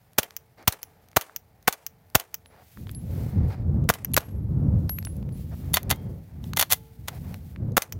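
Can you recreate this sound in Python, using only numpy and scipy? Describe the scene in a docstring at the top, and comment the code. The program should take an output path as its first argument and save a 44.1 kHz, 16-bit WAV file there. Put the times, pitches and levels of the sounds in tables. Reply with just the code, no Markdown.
"""Five suppressed pistol shots in open desert, then two, a reload with the slide racked, and one more.
Each is a muzzle pop, a steel crack as the action opens and a dull thud. Most end with the slide closing
and the trigger resetting; on the seventh the slide locks back with a faint click. Sand rasps underfoot,
brass cases ring, clothes swish. From about 2.8 s gusts buffet the microphone of a phone a couple of
metres away; each bang ducks their rumble."""
import sys
import numpy as np
from scipy import signal
from scipy.fft import rfft, irfft
from scipy.io import wavfile
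from scipy.ndimage import uniform_filter1d

SR = 44100
rng = np.random.default_rng(int(sys.argv[2]) if len(sys.argv) > 2 else 0)


def unload_audio(sound):
    """Save the sound as a 16-bit wav file, at the path given as the first command line argument."""
    columns = np.transpose(np.atleast_2d(sound))
    # keep every value between -1 and 1, then stretch to whole-number steps
    steps = np.round(np.clip(columns, -1, 1) * 32767)
    wavfile.write(sys.argv[1], SR, steps.astype(np.int16))


N = 352359
T = np.arange(N) / SR
HIT_T = T[:8192]


def amp(db):
    return 10 ** (np.asarray(db) / 20)


def add(out, start_s, x):
    i = max(int(start_s * SR), 0)
    out[i:i + len(x)] += x[:max(len(out) - i, 0)]


def band(x, lo_hz, hi_hz):
    return signal.sosfilt(signal.butter(2, [lo_hz, hi_hz], "band", fs=SR, output="sos"), x)


def colour(x, eq, tilt_db=0, size=4096):
    """Minimum-phase filter through (f/Hz, gain/dB) points, plus a tilt from 1.8 to 12 kHz."""
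    hz, db = np.transpose(eq)
    log_f = np.log(np.maximum(np.fft.rfftfreq(size, 1 / SR), 1))
    gain_db = np.interp(log_f, np.log(hz), db) + tilt_db * np.interp(log_f, np.log([1800, 12000]), [0, 1])
    cepstrum = irfft(np.log(amp(gain_db)))
    cepstrum[1:size // 2] *= 2
    cepstrum[size // 2 + 1:] = 0
    return signal.fftconvolve(x, irfft(np.exp(rfft(cepstrum))))[:len(x)]


def whiten(force):
    """Flatten chance spectral peaks so a blow stays dry and unpitched."""
    power = uniform_filter1d(np.abs(rfft(force)) ** 2, size=64)
    hz = np.fft.rfftfreq(len(force), 1 / SR)
    return colour(force, np.column_stack([hz, -10 * np.log10(power)])[1:])


def unit_rms(x):
    return x / np.std(x)


def hit(x, db, window_s=0.003):
    """Scale x so its energy, packed into window_s, has an rms of db."""
    return x * amp(db) * np.sqrt(window_s * SR / np.sum(x ** 2))


def fade(t, t60_s):
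    return np.exp(-np.log(1000) * t / t60_s)


def ring(modes, t, detune=0):
    """Decaying (f/Hz, level/dB, t60/s) modes; detune is the relative pitch spread between blows."""
    return sum(amp(db) * fade(t, t60_s) * np.sin(2 * np.pi * hz * (1 + detune * rng.standard_normal()) * t)
               for hz, db, t60_s in modes)


def contact(grind_s, t60_s, grain_db=4.5):
    """Force of parts grinding together, then chattering to rest in uneven grains."""
    grains = np.repeat(amp(grain_db * rng.standard_normal(len(HIT_T) // 32)), 32)
    return rng.standard_normal(len(HIT_T)) * grains * fade(np.maximum(HIT_T - grind_s, 0), t60_s)


def wander(rate_hz):
    """Smooth random control, spread near 1."""
    points = rng.standard_normal(N // 100)
    return np.sqrt(3 / 2) * np.interp(T * rate_hz, np.arange(len(points)), points)


def swells(rows, taper=1):
    """Summed power of (centre/s, length/s, level/dB) swells; taper is the share spent rising and falling."""
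    power = np.zeros(N)
    for centre_s, length_s, db in rows:
        shape = signal.windows.tukey(int(length_s * SR), taper)
        add(power, centre_s - length_s / 2, (amp(db) * shape) ** 2)
    return power


# slide and frame modes: f/Hz, level/dB, t60/s
SLIDE_MODES = [(780, -1, .025), (2045, 3, .045), (2520, -2, .03), (3105, 2, .055), (3470, 0, .055),
               (4200, -2, .03), (5890, 0, .045), (6410, -1, .04), (7045, -3, .03), (9135, -3, .05),
               (9600, -2, .04), (10325, 0, .045), (11400, 1, .04), (13710, 0, .03), (14985, 4, .035)]


def steel(force, ring_db):
    """A force heard directly and through the modes of the slide."""
    modes = ring(SLIDE_MODES, HIT_T, detune=0.0033)
    return force + amp(ring_db) * signal.fftconvolve(force, modes)[:len(force)]


# striker and trigger spectrum: f/Hz, gain/dB
TRIGGER_EQ = [(200, -25), (700, -15.5), (1500, -11), (3000, -6.5), (3900, -17), (6000, 2.5), (7200, -6),
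              (8800, -19), (11000, -10), (13000, 0.5), (16000, 2)]


def striker():
    """The striker falls with a short click."""
    return colour(contact(0.001, 0.006), TRIGGER_EQ, tilt_db=-8.5)


def muzzle_pop():
    """Gas leaves the suppressor: a damped pulse and a spit of hiss."""
    pulse = -ring([(1590, -1, 0.0038), (3100, -4, 0.00017)], HIT_T, detune=0.11)
    return pulse + amp(-12) * contact(0.00037, 0.016)


# spectrum of the action opening: f/Hz, gain/dB
CRACK_EQ = [(30, -27.5), (100, -4), (400, -2.5), (800, 4), (1600, -10.5), (2600, 3), (4200, -4.5),
            (6200, -0.5), (8500, -5.5), (11000, -5.5), (15000, 5.5), (17000, -1)]


def action_crack():
    """The action opens with a dry steel crack."""
    return colour(steel(whiten(contact(0.0029, 0.004)), ring_db=-56.5), CRACK_EQ)


def gas_boom():
    """The slow outflow of gas gives one low swing of pressure."""
    return band(ring([(105, 0.19, 0.034), (204, 0.81, 0.018)], HIT_T, detune=0.05), 58, 700)


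# rear stop spectrum: f/Hz, gain/dB
THUD_EQ = [(25, -31.5), (70, -10.5), (200, -7), (380, -4.5), (630, 1.5), (870, -3.5), (1100, -2.5),
           (1450, -2), (2100, -8.5), (3000, -19), (8000, -27.5), (16000, -43)]


def slide_thud():
    """The slide hits its rear stop."""
    return colour(whiten(contact(0.004, 0.0083)), THUD_EQ)


# steel-on-steel spectrum: f/Hz, gain/dB
STEEL_EQ = [(80, -22), (450, -3.5), (780, 4.5), (1600, 0.5), (2200, 1), (3200, 1.5), (4200, 2.5),
            (5100, -1), (6500, 2), (8300, -4.5), (11000, 2.5), (15300, 1.5), (17000, -8.5)]


def rattle():
    """The spent case and loose parts rattle as the slide stops."""
    return colour(steel(contact(0.0013, 0.032), ring_db=-55.5), STEEL_EQ, tilt_db=-0.5)


# sand bank spectrum: f/Hz, gain/dB
BANK_EQ = [(60, 1.5), (250, 0.5), (500, 2), (850, 0.5), (1300, -5), (2200, -6.5), (4000, -16),
           (9000, -14.5), (16000, -20)]


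def sand_bank():
    """Sand banks return the blast as a dry, patchy wash; 35 ms into it the bullet slaps dully into one."""
    t = T[:SR // 2]
    patchy = (rng.standard_normal(N) * amp(3 * wander(160)))[:len(t)]
    out = hit(colour(patchy * fade(t, 0.51), BANK_EQ), -34.5)
    bullet_slap = colour(contact(0.02, 0.055), BANK_EQ, tilt_db=-15)
    add(out, 0.035, hit(bullet_slap, -36.5))
    return out


def slide_latch():
    """The slide runs home or locks back: a sharp contact with a softer grind."""
    force = contact(0.00067, 0.022) + amp(-15) * contact(0.012, 0.041)
    return colour(steel(force, ring_db=-43), STEEL_EQ)


# shots: t/s, pop/dB, crack lag/ms, crack/dB, thud lag/ms, thud/dB, boom/dB, latch lag/ms, latch/dB
SHOTS = [(0.1821, -23, 2.16, -8.5, 7.15, -15.5, -24, 48.6, -27),
         (0.676, -17, 2.55, -7, 5.3, -22.5, -13.5, 48, -28),
         (1.1641, -20, 3.2, -8.5, 5.94, -9.5, -20, 47, -27.5),
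         (1.676, -18.5, 2.32, -11.5, 5.07, -10.5, -25.5, 50, -26.5),
         (2.1499, -16.5, 2.75, -5, 6.2, -12.5, -14.5, 48, -27),
         (3.89, -15.5, 1.9, -16, 9.4, -10.5, -17, 48.5, -28.5),
         (4.1659, -12, 0.55, -14.5, 9.7, -12.5, -36, 40, -41),
         (7.7692, -11.5, 0.57, -12.5, 8.5, -11.5, -22, 51, -23)]


def gunfire():
    """The parts of each shot, timed from the muzzle pop."""
    out = np.zeros(N)
    for t_s, pop_db, crack_ms, crack_db, thud_ms, thud_db, boom_db, latch_ms, latch_db in SHOTS:
        parts = [(-2.6, hit(striker(), -36.5)),
                 (0, hit(muzzle_pop(), pop_db)),
                 (crack_ms, hit(action_crack(), crack_db)),
                 (crack_ms, hit(gas_boom(), boom_db)),
                 (thud_ms - 1.5, hit(slide_thud(), thud_db)),
                 (thud_ms, hit(rattle(), -16.5)),
                 (15, sand_bank()),
                 (latch_ms, hit(slide_latch(), latch_db))]
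        for lag_ms, part in parts:
            add(out, t_s + lag_ms / 1000, part)
    return out


# ground scatter spectrum: f/Hz, gain/dB
GROUND_EQ = [(60, -15.5), (250, -8.5), (700, -3), (2000, -4.5), (5000, -4), (9000, -6.5), (16000, -1)]


def ground_scatter(x, db, t60_s=0.15, rise_s=0.0069):
    """No walls: a quick scatter off rough ground."""
    t = T[:SR // 2]
    envelope = fade(t, t60_s) * (1 - np.exp(-t / rise_s))
    response = colour(rng.standard_normal(len(t)) * envelope, GROUND_EQ)
    return amp(db) * signal.fftconvolve(x, response / np.linalg.norm(response))[:N]


# recoil spring modes: f/Hz, level/dB, t60/s
RECOIL_MODES = [(448, 1.5, 2.1), (860, -4.5, 1.4), (1370, -11.5, 0.69), (1830, -25, .7), (3110, -9, .4)]


def recoil_spring(shot_db=-63, release_s=6.73, release_db=-56):
    """The spring hums after each shot, harder when the slide is let go by hand."""
    out = np.zeros(N)
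    strokes = [(t_s, shot_db) for t_s, *_ in SHOTS] + [(release_s, release_db)]
    for t_s, db in strokes:
        add(out, t_s, amp(db) * ring(RECOIL_MODES, T[:SR], detune=0.00049))
    return out


def tick(db, tilt_db, hz):
    """A small part touches another and rings briefly."""
    tone = ring([(hz, 0, 0.0035)], HIT_T, detune=0.02)
    touch = hit(contact(0.00064, 0.0061), 0) + hit(tone, -7.5)
    return hit(colour(touch, STEEL_EQ, tilt_db), db)


# light contacts: t/s, level/dB, tilt/dB, f/Hz
PART_TICKS = [(0.3075, -43.5, -12, 5500), (1.0865, -54, 5, 6000), (1.131, -53, -20.5, 2400),
              (1.296, -44, -51, 1220), (2.3397, -52, -25.5, 1500), (2.4589, -48, -21, 4200),
              (2.7733, -45, -44, 4000), (2.8702, -45.5, -15, 3460), (2.8936, -41, -25, 3480),
              (2.914, -42, 29, 11100), (4.137, -28, 8.5, 11500), (4.144, -26.5, 11.5, 3000),
              (4.895, -31, -9, 1110), (4.9859, -36, -20, 2520), (5.027, -45, -14, 5000),
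              (5.05, -36, 0, 5570), (5.071, -39, -40, 1690), (5.167, -51, 12, 11000),
              (5.2276, -49.5, -28, 3520), (5.2908, -51, -18, 1800), (5.831, -37, 14, 12000),
              (5.9605, -49, 10, 10000), (6.441, -43.5, -17, 3770), (6.5342, -30.5, -9.5, 4100),
              (7.3424, -38.5, -13, 13000), (7.5612, -43.5, -25, 2440)]


def part_ticks():
    """Gun parts and cases touch lightly."""
    out = np.zeros(N)
    for t_s, db, tilt_db, hz in PART_TICKS:
        add(out, t_s, tick(db, tilt_db, hz))
    return out


# trigger resets: t/s, level/dB, tilt/dB
TRIGGER_RESETS = [(0.366, -23.5, 1), (0.8306, -25.5, 0), (1.3619, -21, 1.5), (1.8653, -22, 2.5),
                  (2.3431, -21, -1), (4.0475, -30, -13.5), (7.924, -26.5, -7)]


def trigger(take_up_s=0.049, rebound_s=0.0062, rebound_db=-12.5):
    """The trigger takes up slack before a shot; its reset snaps and rebounds."""
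    out = np.zeros(N)
    for t_s, *_ in SHOTS:
        add(out, t_s - take_up_s, tick(db=-55, tilt_db=-1, hz=6230))
    for t_s, db, tilt_db in TRIGGER_RESETS:
        for lag_s, drop_db in [(0, 0), (rebound_s, rebound_db)]:
            snap = steel(whiten(contact(0.00041, 0.0078)), ring_db=-52)
            add(out, t_s + lag_s, hit(colour(snap, TRIGGER_EQ, tilt_db), db + drop_db))
    return out


# sand spectrum: f/Hz, gain/dB
SAND_EQ = [(150, 1.5), (400, 8), (780, 12.5), (1050, 3), (1600, 1.5), (2150, 0.5), (3000, -11),
           (4800, -9.5), (7000, -20.5), (16000, -30.5)]
# shoe scuffs: centre/s, length/s, level/dB
SHOE_SCUFFS = [(.61, 0.085, -51), (.9, 0.63, -66), (1.32, .14, -62), (2.57, 0.17, -56.5), (3.36, .68, -54),
               (3.525, 0.064, -45), (5.53, 0.045, -50.5), (5.85, 0.65, -58), (6.42, 0.39, -64.5),
               (7.14, .11, -51), (7.3, .16, -52), (7.55, 0.8, -65)]


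def sand(floor_db=-67.5):
    """Sand rasps under shoes, never quite still."""
    rasp = colour(rng.standard_normal(N) * amp(1.5 * wander(490)), SAND_EQ)
    return unit_rms(rasp) * np.sqrt(amp(floor_db) ** 2 + swells(SHOE_SCUFFS, taper=0.45))


# free-ringing cases: t/s, f/Hz, level/dB, t60/s, throb depth/0-1
CASE_PINGS = [(.818, 11220, -51.5, 0.2, 0), (2.461, 10940, -57, 0.22, 0.06), (2.949, 11020, -38, 0.19, 0),
              (4.143, 11600, -46, 0.8, 0.8), (4.894, 11590, -27, 0.29, 0), (5.052, 10660, -35, 0.22, .3),
              (5.324, 10700, -54, 0.35, 0)]


def brass_cases(tumble_hz=17, knock_ratio=0.42, knock_db=2.5, knock_t60_s=0.005):
    """Struck cases knock on a low mode and ring on a high one; some throb as they tumble."""
    out, t = np.zeros(N), T[:SR]
    for t_s, hz, db, t60_s, depth in CASE_PINGS:
        throb = 1 - depth * np.sin(np.pi * tumble_hz * t) ** 2
        modes = [(hz, db, t60_s), (knock_ratio * hz, db + knock_db, knock_t60_s)]
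        add(out, t_s, throb * ring(modes, t))
    return out


# wind rumble spectrum: f/Hz, gain/dB
WIND_EQ = [(15, -30.5), (25, -21.5), (40, -10.5), (60, -2), (72, -1), (85, 2), (100, 0), (150, -4),
           (230, -12.5), (330, -22.5), (600, -38), (1200, -48.5), (2500, -72.5), (6000, -85)]
# breeze, springing up suddenly: t/s, level/dB
BREEZE_LEVELS = [(0, -62), (2.75, -58), (2.78, -37), (4.3, -33), (6.1, -33.5), (6.27, -49), (6.9, -50.5),
                 (7.2, -38), (7.98, -43.5)]
# gusts: centre/s, length/s, level/dB, flutter re rumble/dB
WIND_GUSTS = [(3.192, 0.5, -28, -20.5), (3.419, .26, -18.5, -26.5), (3.76, 0.52, -21, -26),
              (4.127, 0.24, -30.5, -35.5), (4.368, 0.3, -29, -31), (4.6, 0.53, -23, -38.5),
              (4.743, 0.43, -20, -26.5), (5.24, 0.41, -33, -20), (5.701, 0.16, -29.5, -34),
              (5.895, 0.27, -25.5, -20), (6.085, 0.45, -37.5, -13.5), (6.503, 0.58, -33, -47),
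              (6.75, 0.27, -37.5, -34), (7.02, 0.15, -40.5, -36), (7.257, 0.39, -36, -35),
              (7.668, 0.31, -27, -21), (7.964, 0.22, -32, -24.5)]


def wind(breeze_flutter_db=-27):
    """Eddies shake the microphone port, harder in gusts; strong eddies carry a flutter of hiss."""
    eddies = unit_rms(colour(rng.standard_normal(N), WIND_EQ))
    eddies /= np.sqrt(uniform_filter1d(eddies ** 2, size=SR // 10))  # steady rms over 0.1 s
    flutter = unit_rms(band(rng.standard_normal(N), 360, 570) * np.abs(signal.hilbert(eddies)))
    breeze = amp(np.interp(T, *np.transpose(BREEZE_LEVELS)))
    gust_rumble = swells([row[:3] for row in WIND_GUSTS])
    gust_flutter = swells([(t_s, length_s, db + rel_db) for t_s, length_s, db, rel_db in WIND_GUSTS])
    rumble_power = breeze ** 2 + gust_rumble
    flutter_power = (breeze * amp(breeze_flutter_db)) ** 2 + gust_flutter
    return eddies * np.sqrt(rumble_power) + flutter * np.sqrt(flutter_power)


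# cloth spectrum: f/Hz, gain/dB
CLOTH_EQ = [(500, -23.5), (2000, 3), (4500, 0.5), (6500, -1), (8500, -2), (11500, 2.5), (15000, 6.5),
            (17000, -4)]
# swishes: centre/s, length/s, level/dB
CLOTH_SWISHES = [(2.8, 0.69, -60), (3.19, 0.54, -54), (3.5, .2, -60.5), (5.0, 0.88, -62), (5.4, 0.26, -57),
                 (5.62, 0.51, -57.5), (6.1, 1, -66), (6.47, 0.15, -57), (6.8, 1, -64), (7.13, 0.24, -58.5),
                 (7.29, 0.42, -56.5), (7.47, 0.25, -60)]


def clothes(floor_db=-71.5):
    """The shooter's clothes hiss with each movement, never quite still."""
    flicker_db = 1.1 * wander(270) + 1.2 * wander(41)
    hiss = colour(rng.standard_normal(N) * amp(flicker_db), CLOTH_EQ)
    return unit_rms(hiss) * np.sqrt(amp(floor_db) ** 2 + swells(CLOTH_SWISHES))


# metal clinks: t/s, f/Hz, level/dB
METAL_CLINKS = [(4.0475, 12000, -13.5), (4.136, 11200, -19.5), (4.1419, 11350, -10), (4.143, 2860, -23),
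                (4.143, 7200, -21), (4.988, 13660, -19.5)]


def clinks(t60_s=0.011):
    """Bright metal rings, damped at once."""
    out = np.zeros(N)
    for t_s, hz, db in METAL_CLINKS:
        add(out, t_s, ring([(hz, db, t60_s)], HIT_T))
    return out


# grip and open action modes: f/Hz, level/dB, t60/s
ACTION_MODES = [(1100, -37, 0.0024), (2076, -35.5, 0.051), (3510, -35.5, .03), (3740, -33, 0.024),
                (4540, -34, .03), (7000, -41.5, .015), (15200, -31.5, .006)]


def clack(force, tilt_db, ring_db):
    """A force on slide or magazine, heard directly and through the modes of the action."""
    body = signal.fftconvolve(force, ring(ACTION_MODES, HIT_T, detune=0.003))[:len(force)]
    return colour(steel(force, ring_db=-54.5) + amp(ring_db) * body, STEEL_EQ, tilt_db)


# reload blows: t/s, level/dB, tilt/dB, contact/s, action ring/dB
RELOAD_CLACKS = [(5.7414, -10.5, 12.5, 0.0025, 8.5), (5.7576, -24.5, 4, 0.0032, -2),
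                 (5.7704, -14, -11, .0016, -6), (5.9028, -18.5, 2, 0.0039, -3.5),
                 (5.91, -13, -2.5, 0.0034, -2.5), (5.9245, -26.5, -15, 0.0018, 0.5),
                 (6.5714, -15.5, -1, 0.0034, -1), (6.5942, -11, 5, 0.004, 3.5),
                 (6.6111, -13, 3.5, 0.0036, -1), (6.6252, -14.5, -5, 0.0011, -8),
                 (6.703, -27, -2, .004, -6.5), (6.71, -16.5, 3, 0.012, -6),
                 (6.7228, -10, 6.5, 0.0014, -2.5), (6.7314, -12.5, 5.5, 0.0025, -7),
                 (7.083, -24, -5, 0.0014, -11), (7.087, -35.5, -14, 0.0013, -14)]


def reload_clacks(lead_s=0.007, rebound_s=0.0062):
    """Magazine and slide worked by hand: a scrape, a blow, a duller rebound."""
    out = np.zeros(N)
    for t_s, db, tilt_db, contact_s, ring_db in RELOAD_CLACKS:
        scrape = colour(contact(0.005, 0.0083), STEEL_EQ, tilt_db)
        blow = clack(whiten(contact(contact_s, 0.012)), tilt_db, ring_db)
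        rebound = clack(contact(0.0015, 0.027), tilt_db - 3.5, ring_db)
        add(out, t_s - lead_s, hit(scrape, db - 14))
        add(out, t_s, hit(blow, db))
        add(out, t_s + rebound_s, hit(rebound, db - 14))
    return out


# magazine spring modes: f/Hz, level/dB, t60/s
MAGAZINE_MODES = [(576, -69.5, 0.7), (890, -56, 1), (1351, -67.5, .9), (2180, -60, 0.48), (3180, -60, 0.5),
                  (3245, -58, 0.55)]


def magazine_spring(seated_s=5.91):
    """The spring rings as the magazine seats."""
    out = np.zeros(N)
    add(out, seated_s, ring(MAGAZINE_MODES, T[:SR]))
    return out


def scene():
    """Gun and handling with their ground scatter, ringing metal, sand, wind and clothes, in mono."""
    shots = gunfire()
    handling = part_ticks() + trigger() + reload_clacks()
    scatter = ground_scatter(shots, db=-26) + ground_scatter(handling, db=-24.5)
    ringing = recoil_spring() + brass_cases() + clinks() + magazine_spring()
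    return (shots + handling + scatter + ringing + sand() + wind() + clothes())[None]


def duck_bass(x, threshold_db=-36.5, slope=0.98, max_cut_db=20, below_hz=360,
              lag_s=0.015, attack_s=0.016, release_db_per_s=103):
    """Gain control: a bang in the mids pushes the bass down; it recovers at a steady rate."""
    mid_power = uniform_filter1d(band(x, 500, 1970) ** 2, size=SR // 50)
    over_db = 10 * np.log10(np.maximum(mid_power, 1e-12)) - threshold_db
    recovery_db = release_db_per_s * T
    held_db = np.maximum.accumulate(over_db + recovery_db) - recovery_db
    cut_db = uniform_filter1d(np.clip(slope * held_db, 0, max_cut_db), int(attack_s * SR))
    cut_db = np.interp(T - lag_s - attack_s, T, cut_db)
    bass = signal.sosfiltfilt(signal.butter(2, below_hz, fs=SR, output="sos"), x)
    return x - bass * (1 - amp(-cut_db))


def record(dry):
    """The phone ducks the bass after bangs, sheds deep rumble, rounds peaks and cuts the top."""
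    low_hz, top_hz, ceiling = 42, 16150, 0.88
    ducked = duck_bass(dry[0])[None]
    thinned = signal.sosfilt(signal.butter(2, low_hz, "high", fs=SR, output="sos"), ducked)
    rounded = thinned / (1 + (thinned / ceiling) ** 4) ** 0.25
    lowpass = signal.firwin(255, top_hz, fs=SR, window="blackman")
    return signal.fftconvolve(rounded, lowpass[None], "same")


dry = scene()
out = record(dry)
unload_audio(out)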